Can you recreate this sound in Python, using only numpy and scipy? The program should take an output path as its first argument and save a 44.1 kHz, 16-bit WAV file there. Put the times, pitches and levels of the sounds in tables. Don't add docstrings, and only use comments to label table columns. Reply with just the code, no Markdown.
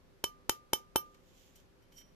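import sys
import numpy as np
from scipy import signal
from scipy.fft import rfft, irfft
from scipy.io import wavfile
from scipy.ndimage import uniform_filter1d

SR = 44100
rng = np.random.default_rng(int(sys.argv[2]) if len(sys.argv) > 2 else 0)


def put_to_file(sound):
    columns = np.atleast_2d(sound).T
    safe = np.clip(columns, -1, 1)
    whole_steps = np.round(safe * 32767)
    wavfile.write(sys.argv[1], SR, whole_steps.astype(np.int16))


N = 94815

# freq_hz, level_db
SCRAPE_EQ = [(500, -27), (2000, 0.5), (3200, 0), (5500, 3), (7500, 3.3), (10000, -2), (12700, 1.5),
             (14200, 5), (15500, -34)]
LOOSE_ROD_HZ = [3088, 5698, 8934, 12742]

ROD_RISE_S, SOFT_TOP_HZ = 0.00061, 14300
SCRAPE_GRAIN, SCRAPE_RIGHT_DB = 0.21, 2.5


def amp(db):
    return 10 ** (np.asarray(db) / 20)


def unit(x):
    return x / np.sqrt(np.mean(x ** 2) + 1e-20)


def curve_at(points, hz):
    freqs, values = np.transpose(points)
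    return np.interp(np.log(hz + 1), np.log(freqs), values)


def pan(right_db):
    return amp(np.array([[-right_db], [right_db]]) / 2)


def colour(x, eq, tilt_db=0):
    hz = np.fft.rfftfreq(N, 1 / SR)
    gain_db = curve_at(eq, hz) + tilt_db * np.log2(np.maximum(hz, 1000))
    return irfft(rfft(x) * unit(amp(gain_db)), N)


def lowpass(x, hz):
    kernel = signal.firwin(255, hz, window=("kaiser", 8), fs=SR)
    return signal.oaconvolve(x, kernel[None], "same")


def strike(t, rise_s, fall_s):
    return np.exp(np.minimum(t / rise_s, -t / fall_s))


def mode(t, hz, t60_s, rise_s, phase=0):
    return strike(t, rise_s, t60_s / np.log(1000)) * np.cos(2 * np.pi * hz * t + phase)


def fader(points):
    return amp(np.interp(np.arange(N) / SR, *np.transpose(points), left=-200, right=-200))


def flutter(hz):
    rolloff = np.exp(-np.fft.rfftfreq(N, 1 / SR) / hz)
    return unit(irfft(rfft(rng.standard_normal(N)) * rolloff, N))


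def correlate(pair, likeness):
    left, other = pair
    return np.array([left, likeness * left + np.sqrt(1 - likeness ** 2) * other])


def friction(grain):
    clumps = unit(uniform_filter1d(rng.standard_normal(N), size=60))
    return unit(rng.standard_normal((2, N)) * np.exp(grain * clumps))


def workshop():
    # freq_hz, level_db
    air_eq = [(15, -27), (25, 4.5), (114, -5.5), (338, -9.5), (386, -6.5), (452, -14.5), (517, -7.5),
              (639, -15.5), (1210, -19), (5800, -30), (9350, -38), (11600, -34.5), (14300, -40.5)]
    # freq_hz, correlation
    likeness = [(60, 0), (300, 0.5), (640, 0), (1400, 0)]
    # pitch_hz, rms_db
    hums = [(166.9, -78.5), (242.2, -83), (269.2, -84.5), (393.0, -78.5), (511.4, -81.5)]
    hz, t = np.fft.rfftfreq(N, 1 / SR), np.arange(N) / SR
    spectrum = correlate(rfft(rng.standard_normal((2, N))), curve_at(likeness, hz))
    air = unit(colour(irfft(spectrum, N), air_eq))
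    hum = sum(amp(db) * np.sqrt(2) * np.sin(2 * np.pi * pitch_hz * t + 0.33 * flutter(5))
              for pitch_hz, db in hums)
    return amp(-64) * air + hum


def crack(t, tilt_db):
    # freq_hz, level_db
    crack_eq = [(300, -14), (1400, -5), (2000, -2), (2700, 1.5), (4000, -1), (5200, 2), (6600, 2),
                (8200, -6.5), (9800, -7.5), (11500, 2), (13600, 0), (14300, -5), (15500, -26)]
    # delay_s, gain
    bench = [(.0022, .3), (.0056, 0.08)]
    rise_s, click_s, chatter_t60_s, smoothing_hz = 0.00017, 0.000087, 0.075, 1500
    envelope = strike(t, rise_s, fall_s=0.0018)
    spectrum = rfft(correlate(rng.standard_normal((2, N)), likeness=0.077) * envelope)
    power = uniform_filter1d(abs(spectrum) ** 2, size=smoothing_hz * N // SR)
    burst = irfft(spectrum / np.sqrt(abs(power) + 1e-12), N) * np.linalg.norm(envelope)
    chatter = lowpass(rng.standard_normal((2, N)), SOFT_TOP_HZ)
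    chatter *= strike(t, rise_s, chatter_t60_s / np.log(1000))
    contact = colour(amp(-18.5) * burst + amp(-38) * chatter, crack_eq, tilt_db) * pan(2.5)
    contact += amp(-32.5) * strike(t, click_s, click_s)
    return contact + sum(gain * np.roll(contact, round(delay_s * SR), 1) for delay_s, gain in bench)


def knock(t, pitch_ratio, strength_db):
    # pitch_hz, level_db, t60_s
    wood = [(60, -49.5, .08), (202, -45, 0.024), (308.8, -36, .027), (360.5, -28.5, .029), (530, -29, .021),
            (874.4, -26, 0.031), (922, -30, .016), (1304, -28, 0.0098), (1565, -35, 0.02),
            (1800, -50, .016)]
    tilt_db, pivot_hz = 0.25 * strength_db, 530
    thud = np.zeros(N)
    for hz, db, t60_s in wood:
        gain = amp(db + strength_db + tilt_db * np.log2(hz / pivot_hz))
        thud += gain * mode(t, hz * pitch_ratio, t60_s, rise_s=0.0009)
    return thud * pan(-3.34)


def struck_rod(t, tilt_db, lowest_db, cents):
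    modes_hz = [1205, 3080, 5694, 8936, 12742]
    # left_db, right_db, t60_s, right_lag_rad
    voicing = [(-41, -39, 0.41, 1.93), (-27, -23.5, 0.088, 0.92), (-42.5, -38, 0.17, 2.7),
               (-33.5, -33, .06, 1.7), (-32, -28, 0.14, 3)]
    twin_split_hz, grip_s = 7, 0.06
    rattle = 1 + 0.22 * np.array([flutter(70), flutter(70)])
    ringing = np.zeros((2, N))
    for k, (hz, (left_db, right_db, t60_s, lag_rad)) in enumerate(zip(modes_hz, voicing)):
        hz = hz * 2 ** (cents / 1200)
        phase = np.array([[0], [-lag_rad]])
        tone = mode(t, hz, t60_s, ROD_RISE_S, phase)
        if k == 0:
            twin = mode(t, hz + twin_split_hz, t60_s / 3, ROD_RISE_S, phase)
            tone = amp(lowest_db) * (tone - 0.65 * twin)
        else:
            tone = tone * rattle * np.exp(-(t / grip_s) ** 2)
        stereo_db = np.array([[left_db], [right_db]]) + tilt_db * np.log2(hz / modes_hz[1])
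        ringing += amp(stereo_db) * tone
    return ringing


def mallet_taps():
    # start_s, crack_db, crack_tilt_db_per_octave, knock_db, knock_pitch_ratio,
    # rod_db, rod_tilt_db_per_octave, lowest_mode_db, rod_detune_cents, right_minus_left_db
    blows = [(0.2411, -4.5, 0.1, -8, 1.074, -1, -2.7, -7, -6, 0.5),
             (0.4954, 0.4, -0.2, -5, 1.012, -5, 2.3, 5, -1, -3.8),
             (.7335, 0.3, 1, -2.95, 1.001, -1.4, 0.1, -3, 1.4, 0),
             (.9597, -2.66, -1.55, -0.9, 1.007, -3, 4.66, 10.5, 1, -1)]
    hits, ringing = np.zeros((2, 2, N))
    for (start_s, crack_db, crack_tilt, knock_db, knock_ratio,
         rod_db, rod_tilt, lowest_db, cents, right_db) in blows:
        t = np.arange(N) / SR - start_s
        hits += amp(crack_db) * crack(t, crack_tilt) * pan(right_db)
        hits += knock(t, knock_ratio, knock_db)
        ringing += amp(rod_db) * struck_rod(t, rod_tilt, lowest_db, cents) * pan(right_db)
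    return hits, ringing


def room(send):
    # freq_hz, level_db, t60_s
    bands = [(100, -20, .2), (400, -12.5, 0.31), (1030, -16, 0.16), (2500, -14.5, .2), (6030, -12, 0.17),
             (13000, -15.5, .16)]
    bands = np.array(bands)
    hz, t, noise = signal.stft(rng.standard_normal((2, SR // 2)), SR, nperseg=256)
    db = curve_at(bands[:, [0, 1]], hz)[:, None]
    t60_s = curve_at(bands[:, [0, 2]], hz)[:, None]
    decay = amp(db - 60 * t / t60_s) * np.sqrt(2 * np.log(1000) / (t60_s * SR))
    tail = signal.istft(noise * decay, SR, nperseg=256)[1]
    tail *= np.minimum(np.arange(tail.shape[1]) / SR / 0.002, 1)
    return signal.fftconvolve(send, tail, axes=1)[:, :N]


def finger_slide():
    # time_s, level_db
    swell = [(1.05, -80), (1.23, -81.5), (1.28, -73), (1.33, -74), (1.38, -67.5), (1.47, -70),
             (1.54, -75.5), (1.6, -69.5), (1.66, -88)]
    # freq_hz, level_db
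    skin_eq = [(800, -25), (2200, -1), (3200, 4), (4500, -4), (7000, 3), (9000, -13.5), (13000, -4.5),
               (14300, -4), (15500, -39)]
    rub = colour(friction(grain=0.26), skin_eq) * fader(swell)
    return (rub + amp(-15) * rubbed_rod(rub[0])) * pan(5.5)


def rubbed_rod(force):
    # level_db, t60_s
    voicing = [(-3, 0.12), (-9.5, 0.079), (-25, .06), (-10, 0.048)]
    t = np.arange(SR // 2) / SR
    ringing = np.zeros(N)
    for hz, (db, t60_s) in zip(LOOSE_ROD_HZ, voicing):
        response = signal.fftconvolve(force, mode(t, hz, t60_s, ROD_RISE_S))[:N]
        ringing += amp(db) * unit(response)
    return np.std(force) * ringing


def ring_ticks():
    # peak_s, level_db, tilt_db_per_octave, decay_s, rod_db
    touches = [(1.147, -60, -5.5, 0.0052, -20), (1.559, -58, 1, 0.01, -5), (1.825, -74, -7, .012, 2),
               (1.924, -64.5, -6.5, 0.0049, -3.5), (1.979, -70, 3, 0.0057, -7),
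               (2.014, -60.5, -5, 0.0071, 0)]
    t = np.arange(N) / SR
    ticks = np.zeros((2, N))
    for peak_s, db, tilt_db, decay_s, rod_db in touches:
        grit = colour(friction(SCRAPE_GRAIN), SCRAPE_EQ, tilt_db)
        touch = amp(db) * grit * strike(t - peak_s, rise_s=0.0025, fall_s=decay_s)
        ticks += touch + amp(rod_db) * rubbed_rod(touch[0])
    return ticks * pan(SCRAPE_RIGHT_DB)


def ring_scrape():
    # time_s, level_db
    swell = [(1.91, -94.5), (1.925, -72.5), (1.948, -74), (1.965, -68), (1.985, -59), (2.018, -71.5),
             (2.035, -85), (2.08, -82), (2.13, -92)]
    rub = colour(friction(SCRAPE_GRAIN), SCRAPE_EQ) * fader(swell)
    return (rub + rubbed_rod(rub[0]) * pan(7.5)) * pan(SCRAPE_RIGHT_DB)


def singing_rod():
    peak_s = 1.975
    t = np.arange(N) / SR - peak_s
    return amp(-56.5) * mode(t, LOOSE_ROD_HZ[1], t60_s=0.3, rise_s=0.012) * pan(9)


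def scene():
    hits, ringing = mallet_taps()
    ringing += singing_rod()
    handling = finger_slide() + ring_scrape() + ring_ticks()
    tail = room(hits + handling + amp(-6) * ringing)
    return hits + ringing + lowpass(handling + tail + workshop(), SOFT_TOP_HZ)


def record(dry):
    return lowpass(dry, hz=16400)


dry = scene()
out = record(dry)
put_to_file(out)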